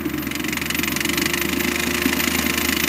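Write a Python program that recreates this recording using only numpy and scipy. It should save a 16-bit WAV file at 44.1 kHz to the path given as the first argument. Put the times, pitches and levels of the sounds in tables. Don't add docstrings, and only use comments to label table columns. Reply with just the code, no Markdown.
import sys
import numpy as np
from scipy import signal
from scipy.fft import rfft, irfft, next_fast_len
from scipy.io import wavfile
from scipy.ndimage import uniform_filter1d, map_coordinates

SR = 44100
rng = np.random.default_rng(int(sys.argv[2]) if len(sys.argv) > 2 else 0)


def wav_out(sig):
    wavfile.write(sys.argv[1], SR, np.round(np.clip(np.atleast_2d(sig).T, -1, 1) * 32767).astype(np.int16))


N = 127008

# t/s, clank level/dB, thump level/dB
LINK_HITS = [(0.0068, -30.5, -20.5), (0.052, -28.5, -15), (0.0935, -27.5, -23), (0.1362, -28.5, -14.5),
             (0.1776, -26.5, -17), (0.2233, -26.5, -25), (0.2664, -27.2, -17), (0.31, -24, -22),
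             (0.3508, -22, -20), (0.3956, -23, -19), (0.441, -24, -18), (0.482, -21, -16.5),
             (0.5248, -21.5, -19), (0.569, -20, -38), (0.614, -21, -17.5), (0.656, -23, -47),
             (0.7004, -19, -20), (0.7451, -20.5, -21), (0.787, -20, -18.5), (0.832, -19.5, -39),
             (0.8751, -20.5, -18.5), (0.9182, -22.5, -17.5), (0.962, -20.5, -23.5), (1.004, -21, -35),
             (1.047, -19.5, -20.5), (1.09, -19, -20), (1.1313, -20.5, -42), (1.174, -18, -15),
             (1.2146, -19, -15.5), (1.256, -19, -14), (1.2956, -24.5, -40), (1.3344, -18, -17.5),
             (1.3737, -22, -37), (1.413, -18.5, -53), (1.4486, -24, -16), (1.4889, -22.5, -26),
             (1.5272, -20.5, -16.5), (1.5686, -29, -12), (1.6029, -22.5, -16), (1.644, -22.5, -20),
             (1.6802, -20.5, -18), (1.7145, -20.5, -29), (1.7552, -21, -16.5), (1.7944, -19.5, -35),
             (1.832, -21, -27), (1.869, -21.5, -11.5), (1.9062, -22, -20.5), (1.943, -18.5, -16),
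             (1.9792, -22, -17.5), (2.0165, -20.5, -29), (2.0536, -22, -13.5), (2.0897, -22.5, -14.5),
             (2.1269, -18.5, -19.5), (2.1654, -24.5, -14), (2.2, -19.5, -28), (2.2368, -18.5, -32.5),
             (2.2734, -19.5, -15.5), (2.314, -23, -17), (2.347, -18.5, -14.5), (2.3854, -18, -15.5),
             (2.4228, -23, -15), (2.4618, -21.5, -18), (2.4959, -19, -13), (2.5376, -23, -25),
             (2.5748, -18, -16), (2.611, -20.5, -18.5), (2.646, -19, -16), (2.6853, -18, -17),
             (2.7235, -18.5, -17), (2.7644, -23, -17), (2.798, -20.5, -35), (2.836, -19, -15.5),
             (2.8754, -18, -29.0)]
# t/s, level relative to the clank/dB
SCRAPE_BALANCE = [(0, -10), (.35, -4.5), (1.25, -1), (1.65, -4), (2.88, -1)]
# f/Hz, relative level/dB
CLANK_SPECTRUM = [(400, -47), (800, -10), (1150, -5.5), (1470, -9), (1700, 0.5), (2100, 1), (2850, 1),
                  (3250, -11), (4500, -61)]
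SCRAPE_SPECTRUM = [(2000, -9.5), (3200, -4.5), (3650, 1.5), (4500, -1.5), (5800, -2.5), (6900, 0),
                   (8400, -9.5), (9800, -4), (11200, -13), (12300, -6.5), (13200, -8.5), (15000, -35)]
TURN_S = (1.07, 1.65)


def near_track():
    # f/Hz, relative level/dB, time to fade by 60 dB/s
    link_modes = [(1323, -14.5, 0.11), (1836, -8, 0.073), (2039, 0, 0.052), (2428, -3.5, 0.052),
                  (2931, -7.5, 0.077)]
    # t/s, level/dB
    snap_hits = [(.352, -21), (.700, -19), (.962, -17), (1.005, -21), (1.2565, -17)]
    times, clank_db, _ = np.transpose(LINK_HITS)
    scrape_db = clank_db + np.interp(times, *np.transpose(SCRAPE_BALANCE))
    snaps = strikes(*np.transpose(snap_hits), rise_s=.0003, fade_s=.02) * noise(SCRAPE_SPECTRUM)
    steel = rings(times, clank_db + 1.5, link_modes, rise_s=.0008, detune=.018)
    clanks = strikes(times, clank_db - .6, rise_s=.0008, fade_s=.055)
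    clanks *= mottled(noise(CLANK_SPECTRUM))
    scrapes = strikes(times, scrape_db, rise_s=.0012, fade_s=.048, hold_s=.0062)
    scrapes *= mottled(noise(SCRAPE_SPECTRUM))
    return open_treble(steel + clanks) + snaps + scrapes


def frame():
    # f/Hz, head-on gain/dB, side-on gain/dB, time to fade by 60 dB/s
    frame_modes = [(143.6, -10, -23, 0.11), (207, -4, -10, 0.064), (258.6, -8.5, 6, 0.056),
                   (306.5, 2.5, -2.5, 0.062)]
    # f/Hz, relative level/dB
    boom_spectrum = [(90, -87), (150, -24), (220, 17.5), (300, 19.5), (360, -26), (430, -31), (700, -48)]
    lag_s, rise_s, bounce_s = .003, .006, .01336
    times, _, thump_db = np.transpose(LINK_HITS)
    arrivals = times + lag_s + .00015 * rng.standard_normal(len(times))
    out = strikes(times, thump_db - 10.5, rise_s, fade_s=.086) * noise(boom_spectrum)
    slow = times < TURN_S[0]
    for hz, head_on, side_on, fade_s in frame_modes:
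        db = thump_db + np.interp(times, TURN_S, [head_on, side_on])
        out += rings(arrivals, db, [(hz, 2, fade_s)], rise_s)
        out += rings(arrivals[slow] + bounce_s, db[slow], [(hz, -5, fade_s)], rise_s)
    return out


def far_track():
    # t/s, level/dB
    clack_levels = [(1.35, -58), (1.55, -28), (2.4, -28.5), (2.88, -34.5)]
    lead_s, scatter_s = .012, .002
    times = np.transpose(LINK_HITS)[0]
    timing, strength = rng.standard_normal((len(times), 2)).T
    db = np.interp(times, *np.transpose(clack_levels)) + 2 * strength
    clacks = strikes(times - lead_s + scatter_s * timing, db, rise_s=.0086, fade_s=.047)
    return clacks * (noise(CLANK_SPECTRUM) + amp(-1.5) * noise(SCRAPE_SPECTRUM, grit_db=3.5))


def engine():
    # t/s, turning rate/Hz, whine level/dB
    shaft_and_pump = [(0, 38.5, -35.5), (.55, 38.55, -43), (1.15, 38.39, -31.5), (1.85, 39.01, -32.5),
                      (2.88, 38.77, -33.5)]
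    # t/s, level/dB
    firing_levels = [(1.35, -40), (1.9, -37)]
    orders = [4, 6, 12, 15, 15.5, 18, 22, 27]
    order_levels = [-46, -36.5, -48.5, -47, -45.5, -46.5, -56, -43]
    # t/s, exhaust level/dB, rush level/dB
    noise_levels = [(0, -35, -36), (.5, -33.5, -36.5), (1.15, -29.5, -34.5), (1.4, -33, -34),
                    (1.65, -31, -33.5), (2.3, -34, -32.5), (2.88, -32.5, -33.5)]
    # f/Hz, relative level/dB
    exhaust_spectrum = [(45, -38), (60, -16), (115, -16), (140, -9.5), (180, 1.5), (220, -2), (310, 0.5),
                        (355, -10.5), (400, -38), (600, -56), (2000, -35)]
    shaft_hz, pump_db = curves(shaft_and_pump)
    exhaust_db, rush_db = curves(noise_levels)
    shaft_angle = 2 * np.pi * np.cumsum(shaft_hz * (1 + .001 * wobble(10))) / SR

    def tone(order, db, waver_db):
        gain = np.sqrt(2) * amp(db + waver_db * wobble(9.67))
        return gain * np.sin(order * shaft_angle + rng.uniform(0, 2 * np.pi))

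    firing = tone(order=2, db=curves(firing_levels)[0], waver_db=-1)
    pump = tone(order=9, db=pump_db, waver_db=.6)
    dip_db = 2.1 * (rush_db - rush_db.max())
    weak_tones = sum(tone(k, db + dip_db, waver_db=-1.5) for k, db in zip(orders, order_levels))
    exhaust = amp(exhaust_db) * noise(exhaust_spectrum)
    return firing + pump + weak_tones + exhaust + amp(rush_db) * rush()


def rush():
    # f/Hz, relative level/dB
    rush_spectrum = [(100, -21), (400, 2), (520, 2), (800, -1.5), (1080, 5), (1450, -0.5), (2050, 3),
                     (2900, -4), (3300, -6.5), (7000, -14), (8500, -14.5), (12500, -16), (15000, -17),
                     (15600, -40)]
    air = noise(rush_spectrum, grit_db=2.5)
    lows = filtered(air, lambda hz: low_pass(hz, 740))
    lows_db = np.interp(np.arange(N) / SR, TURN_S, [-1.5, 0])
    return open_treble(air) + lows * (amp(lows_db) - 1)


def squeal():
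    # f/Hz, width/Hz, relative level/dB
    modes = [(13500, 105, 0), (13850, 105, -3), (14400, 140, -9), (14640, 190, -8)]
    # t/s, level/dB
    base_levels = [(0, -43), (2.88, -36.5)]
    # middle t/s, level/dB
    swells = [(.22, -34), (.785, -28), (.86, -33), (.92, -33), (1.19, -34), (1.41, -30), (1.605, -30),
              (2.07, -34), (2.21, -29), (2.38, -33), (2.45, -32), (2.61, -30), (2.69, -30), (2.84, -31)]
    swell_half_s = .025
    peaks = lambda f: sum(amp(db) / (1 + ((f - hz) / width) ** 2) ** 2 for hz, width, db in modes)
    rub = unit(filtered(rng.standard_normal(N), peaks))
    out = amp(curves(base_levels)[0] + 2 * wobble(35)) * rub
    t = np.arange(N) / SR
    for middle_s, db in swells:
        swell = amp(db) * np.exp(-((t - middle_s) / swell_half_s) ** 2)
        hz = modes[rng.integers(2)][0]
        out += swell * (.5 * rub + np.sin(2 * np.pi * hz * t + wobble(250)))
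    return out


def strikes(times, levels_db, rise_s, fade_s, hold_s=0):
    t = np.arange(SR // 8) / SR
    shape = (1 - np.exp(-t / rise_s)) * amp(-60 * np.maximum(t - hold_s, 0) / fade_s)
    starts = np.clip(np.round(times * SR).astype(int), 0, N)
    power = np.bincount(starts, amp(levels_db) ** 2, N + 1)
    return np.sqrt(np.abs(signal.fftconvolve(power, (shape / shape.max()) ** 2)[:N]))


def rings(times, levels_db, modes, rise_s, detune=0):
    out, t = np.zeros(N + SR), np.arange(SR // 8) / SR
    chances = rng.standard_normal((len(times), len(modes), 2))
    for start, db, chance in zip(times, levels_db, chances):
        ring = np.zeros(len(t))
        for (hz, mode_db, fade_s), (louder, higher) in zip(modes, chance):
            fade = amp(mode_db + 1.14 * louder - 60 * t / fade_s)
            ring += fade * np.sin(2 * np.pi * hz * (1 + detune * higher) * t)
        at = max(0, round(start * SR))
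        out[at:at + len(t)] += amp(db) * ring * (1 - np.exp(-t / rise_s))
    return out[:N]


def mottled(x, patchy_db=2.2):
    slices = signal.stft(x, nperseg=256)[2]
    patches = uniform_filter1d(rng.standard_normal(slices.shape), size=2, axis=0)
    patches = uniform_filter1d(patches, size=10, axis=1)
    return unit(signal.istft(slices * amp(patchy_db * unit(patches)), nperseg=256)[1][:N])


def open_treble(x):
    treble_db, = curves(SCRAPE_BALANCE)
    treble = filtered(x, lambda hz: 1 - low_pass(hz, 2460))
    return x + treble * (amp(treble_db - treble_db.mean()) - 1)


def noise(spectrum, grit_db=0):
    f, db = np.transpose(spectrum)
    grains = rng.standard_normal(N) * amp(grit_db * wobble(2000))
    return unit(filtered(grains, lambda hz: amp(np.interp(np.log(hz + 1), np.log(f), db))))


def filtered(x, response):
    size = next_fast_len(N + SR // 2)
    return irfft(rfft(x, size) * response(np.fft.rfftfreq(size, 1 / SR)), size)[:N]


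def low_pass(hz, edge_hz):
    return 1 / (1 + (hz / edge_hz) ** 4)


def wobble(rate):
    points = rng.standard_normal(int(N * rate / SR) + 4)
    return map_coordinates(points, [np.arange(N) * rate / SR])


def curves(rows):
    times, *columns = np.transpose(rows)
    return [np.interp(np.arange(N) / SR, times, column) for column in columns]


def amp(db):
    return 10 ** (np.asarray(db) / 20)


def unit(x):
    return x / np.sqrt(np.mean(x ** 2) + 1e-20)


def scene():
    return (near_track() + far_track() + frame() + engine() + squeal())[None]


def record(dry):
    bass_hz, top_hz = 36, 15750
    return filtered(dry[0], lambda hz: (hz < top_hz) * (1 - low_pass(hz, bass_hz)))[None]


dry = scene()
out = record(dry)
wav_out(out)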